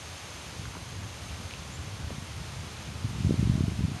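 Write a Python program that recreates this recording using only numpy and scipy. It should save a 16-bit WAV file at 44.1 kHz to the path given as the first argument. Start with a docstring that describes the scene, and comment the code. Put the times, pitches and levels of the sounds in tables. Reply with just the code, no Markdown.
"""A stony forest floor, heard from a hand-held camera carried slowly over it.
From the start, distant water and leaves hiss, insects buzz high up and handling makes a low rumble.
In the first half a few stones and twigs click, gravel scuffs and a small bird chips once.
In the last second the rumble swells and breaks into a run of soft bumps on the camera body,
with two faint hoots and one more scuff behind them."""
import sys
import numpy as np
from scipy import signal
from scipy.fft import rfft, irfft
from scipy.io import wavfile

SR = 44100
rng = np.random.default_rng(int(sys.argv[2]) if len(sys.argv) > 2 else 0)


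def digitize_waveform(pressure):
    """Quantize a signal to 16-bit integers and store it at the path in sys.argv[1].

    Rows of a 2-D input are taken as channels; values are limited to [-1, 1].
    """
    field = np.atleast_2d(pressure).T
    bounded = np.clip(field, -1, 1)
    quanta = np.round(bounded * 32767).astype(np.int16)
    wavfile.write(sys.argv[1], SR, quanta)


N = 176400  # 4 seconds


def gain(db):
    """Turn decibels into a number to multiply by."""
    return 10 ** (np.asarray(db) / 20)


def unit_level(x):
    """Scale a signal so its average strength (rms) is 1."""
    return x / np.sqrt(np.mean(x ** 2))


def clock():
    """The time of every sample, in seconds."""
    return np.arange(N) / SR


def frequencies():
    """Every frequency in the spectrum, in Hz."""
    return np.maximum(np.arange(N // 2 + 1) * SR / N, 1)


def noise(shape):
    """Noise with the given gain at each frequency."""
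    return irfft(rfft(rng.standard_normal(N)) * shape, N)


def tone_shape(points):
    """Join (frequency_hz, level_db) points into a gain for each frequency."""
    hz, db = np.array(points).T
    return gain(np.interp(np.log(frequencies()), np.log(hz), db))


def resonance(hz, width_hz):
    """Gains that favour one pitch and fall steeply on both sides."""
    off_pitch = (frequencies() / hz - hz / frequencies()) * hz / width_hz / 2
    return 1 / (1 + 2 * off_pitch ** 2)


def wander(rate_hz):
    """A smooth random wobble of size about 1, changing about rate_hz times a second."""
    return unit_level(noise(np.exp(-(frequencies() / rate_hz) ** 2)))


def uneven_noise(shape, wobble_db, rate_hz):
    """Shaped noise whose loudness wobbles at random."""
    return unit_level(noise(shape) * gain(wobble_db * wander(rate_hz)))


def whistle(hz, progress, roughness):
    """A wavering tone that swells and fades as progress goes from 0 to 1."""
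    wavering_hz = hz * (1 + roughness * wander(267))
    swell = np.sqrt(abs(np.sin(np.pi * progress)))
    return np.sin(2 * np.pi * np.cumsum(wavering_hz) / SR) * swell


def among_trees(x, echo_db, echo_s=0.37):
    """Add the blurred echo of trunks and leaves, which dies by 60 dB in echo_s."""
    tail = rng.standard_normal(N) * gain(-60 * clock() / echo_s)
    return x + gain(echo_db) * signal.fftconvolve(x, tail / np.linalg.norm(tail))[:N]


# The tone of the hiss, from low to high. Columns: frequency_hz, relative_level_db
HISS_TONE = [(60, -15.5), (250, -1), (500, 0.5), (850, -0.5), (1200, 0), (1750, -3.5), (2300, -2),
             (3000, -2.5), (4300, -4.5), (5800, -7), (7300, -9.5), (8600, -11.5), (12000, -17.5)]


def water_and_leaves(level_db=-44.5, swell_db=0.37, flicker_db=0.31, treble_hz=4500):
    """Far water and leaves hiss in octave-wide bands that swell together and flicker alone."""
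    shape, swell, out = tone_shape(HISS_TONE), wander(1), 0
    octaves = np.log2(frequencies())
    for octave in range(4, 15):
        band = noise(shape * np.sqrt(np.maximum(1 - abs(octaves - octave), 0)))
        # The treble dulls as the camera moves on.
        fade_db = 0.21 * min(2 ** octave / treble_hz, 1) ** 2 * clock()
        out = out + band * gain(swell_db * swell + flicker_db * wander(16) - fade_db)
    return unit_level(out) * gain(level_db)


def insects(start_db=-56, fade_db_per_s=1.6):
    """Many far insects blend into one high, throbbing buzz that fades."""
    buzz = uneven_noise(resonance(hz=6340, width_hz=280), wobble_db=1.5, rate_hz=25)
    return buzz * gain(start_db - fade_db_per_s * clock())


# Faint hoots. Columns: start_s, length_s, pitch_hz, rise_hz_per_s, level_db
FAR_HOOTS = [(3.491, 0.27, 591, 520, -51.5), (3.932, 0.089, 713, 200, -47)]


def hoots():
    """Hollow tones, perhaps a far bird, slide slowly upward and echo."""
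    out = 0
    for start_s, length_s, pitch_hz, rise_hz_per_s, level_db in FAR_HOOTS:
        age = np.clip(clock() - start_s, 0, length_s)
        hoot = whistle(pitch_hz + rise_hz_per_s * age, age / length_s, roughness=0.041)
        out = out + gain(level_db) * hoot
    return among_trees(out, echo_db=-4)


# Faint scuffs on the gravel. Columns: middle_s, half_length_s, level_db
GRAVEL_SCUFFS = [(0.773, 0.14, -53.5), (3.975, .025, -49)]


def gravel():
    """Loose gravel shifts in brief, grainy scuffs."""
    grit = uneven_noise(resonance(hz=885, width_hz=510), wobble_db=5.5, rate_hz=150)
    return grit * sum(gain(level_db) * np.exp(-((clock() - middle_s) / half_length_s) ** 2)
                      for middle_s, half_length_s, level_db in GRAVEL_SCUFFS)


# The pitch of the bird's call, moment by moment. Columns: time_s, pitch_hz
CHIP_PITCH = [(1.706, 6970), (1.718, 6750), (1.733, 7200), (1.750, 7250), (1.775, 7340)]


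def bird(level_db=-49):
    """A small bird gives one thin chip that dips, rises and echoes."""
    time_s, pitch_hz = np.array(CHIP_PITCH).T
    progress = np.clip((clock() - time_s[0]) / (time_s[-1] - time_s[0]), 0, 1)
    chip = whistle(np.interp(clock(), time_s, pitch_hz), progress, roughness=0.0238)
    return among_trees(chip * gain(level_db), echo_db=-4)


# Stone and twig clicks. Columns: start_s, level_db, pitch_hz, ring_s (time to fade by 60 dB)
STONE_CLICKS = [(.6547, -30.5, 1450, .008), (0.7674, -31.5, 1260, .007), (0.7682, -37, 430, .045),
                (1.5097, -28, 2430, 0.0054), (1.5375, -27.5, 2510, 0.0064), (2.1053, -28.5, 530, .011)]


def stones_and_twigs(rise_s=0.00018, crack_amount=0.35):
    """Each click is a short ring, made rough by a crack of noise."""
    out = 0
    for start_s, level_db, pitch_hz, ring_s in STONE_CLICKS:
        age = np.maximum(clock() - start_s, 0)
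        ring = np.sin(2 * np.pi * pitch_hz * age)
        crack = crack_amount * unit_level(noise(resonance(pitch_hz, width_hz=pitch_hz)))
        rise = 1 - np.exp(-age / rise_s)
        fade = gain(-60 * np.minimum(age / ring_s, 10))
        click = (ring + crack) * rise * fade
        out = out + gain(level_db) * click / abs(click).max()
    return among_trees(out, echo_db=-10.5)


# The deep tone of the rumble. Columns: frequency_hz, relative_level_db
RUMBLE_TONE = [(22, -37), (40, -31), (55, -8), (75, 1.5), (100, -0.5), (140, -5), (200, -10.5),
               (280, -17.5), (420, -26.5), (800, -59)]
# How loud the rumble is over time. Columns: time_s, level_db
RUMBLE_LOUDNESS = [(0, -50), (.38, -47.5), (.68, -39.5), (.93, -40), (1.2, -42.5), (1.9, -40.5),
                   (2.17, -39.5), (2.32, -42), (2.43, -38.5), (2.78, -41), (3.12, -34), (3.28, -29.5),
                   (3.55, -29.5), (3.72, -33.5), (3.82, -34), (4, -36.5)]


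def handling_rumble():
    """The carried camera shudders unevenly."""
    shudder = uneven_noise(tone_shape(RUMBLE_TONE), wobble_db=2.5, rate_hz=36)
    time_s, level_db = np.array(RUMBLE_LOUDNESS).T
    return shudder * gain(np.interp(clock(), time_s, level_db))


# Bumps on the camera body. Columns: time_s, level_db, softness_ms (longer sounds duller)
CAMERA_BUMPS = [(.680, -28.5, 1.9), (.926, -30, 1.7), (2.116, -28, 1.2), (2.120, -26.5, 1.26),
                (2.148, -30.5, 1.3), (2.184, -25, 1.4), (2.225, -27.5, 1.3), (2.414, -26, 2.1),
                (2.571, -27.5, 1.8), (2.888, -29, 1.5), (3.046, -21, 1.24), (3.054, -25, 1.2),
                (3.206, -21.5, 1.1), (3.248, -19, 0.96), (3.269, -13.5, 1.75), (3.294, -15, 0.9),
                (3.309, -12.5, 0.6), (3.323, -16, 1.3), (3.342, -19, 0.76), (3.396, -11.5, 1.3),
                (3.429, -14.5, 0.89), (3.456, -14, 2.2), (3.474, -17.5, 0.93), (3.4984, -10.5, 1.16),
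                (3.517, -27, 1.3), (3.539, -21, 1.04), (3.555, -14, 1.2), (3.580, -21.5, 0.8),
                (3.6081, -14.5, 0.82), (3.640, -15, 1.33), (3.682, -18, 0.86), (3.723, -22.5, 1.4),
                (3.792, -17.5, 1.27), (3.808, -23.5, 0.84), (3.840, -15.5, 1.3), (3.851, -14, 1.4),
                (3.883, -23.5, 1.16), (3.918, -21.5, 1.0)]


def handling_bumps(mic_low_cut_hz=78, deep_cut_hz=61):
    """Each bump is a soft push that swings back because the microphone cuts the lowest bass."""
    low_cut = signal.butter(2, mic_low_cut_hz, btype="high", fs=SR, output="sos")
    out = 0
    for time_s, level_db, softness_ms in CAMERA_BUMPS:
        offset_ms = (clock() - time_s) * 1000
        push = 1e-12 - np.exp(-.5 * np.minimum(abs(offset_ms / softness_ms), 10) ** 2)
        bump = signal.sosfilt(low_cut, push)
        out = out + gain(level_db) * bump / abs(bump).max()
    deep_cut = 1 / (1 + (deep_cut_hz / frequencies()) ** 4)
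    return irfft(rfft(out) * deep_cut, N)


def scene():
    """The forest with the handling noise on top, in one channel."""
    forest = water_and_leaves() + insects() + bird() + hoots() + stones_and_twigs() + gravel()
    return (forest + handling_rumble() + handling_bumps())[None]


def record(dry, notch_hz=7850, notch_width_hz=210, top_hz=12000):
    """The camera loses one narrow slice of the treble and cuts off the very highest sounds."""
    notch = signal.iirnotch(notch_hz, notch_hz / notch_width_hz, fs=SR)
    top_cut = signal.ellip(12, .1, 80, top_hz, fs=SR, output="sos")
    return signal.sosfilt(top_cut, signal.lfilter(*notch, dry))


dry = scene()
out = record(dry)
digitize_waveform(out)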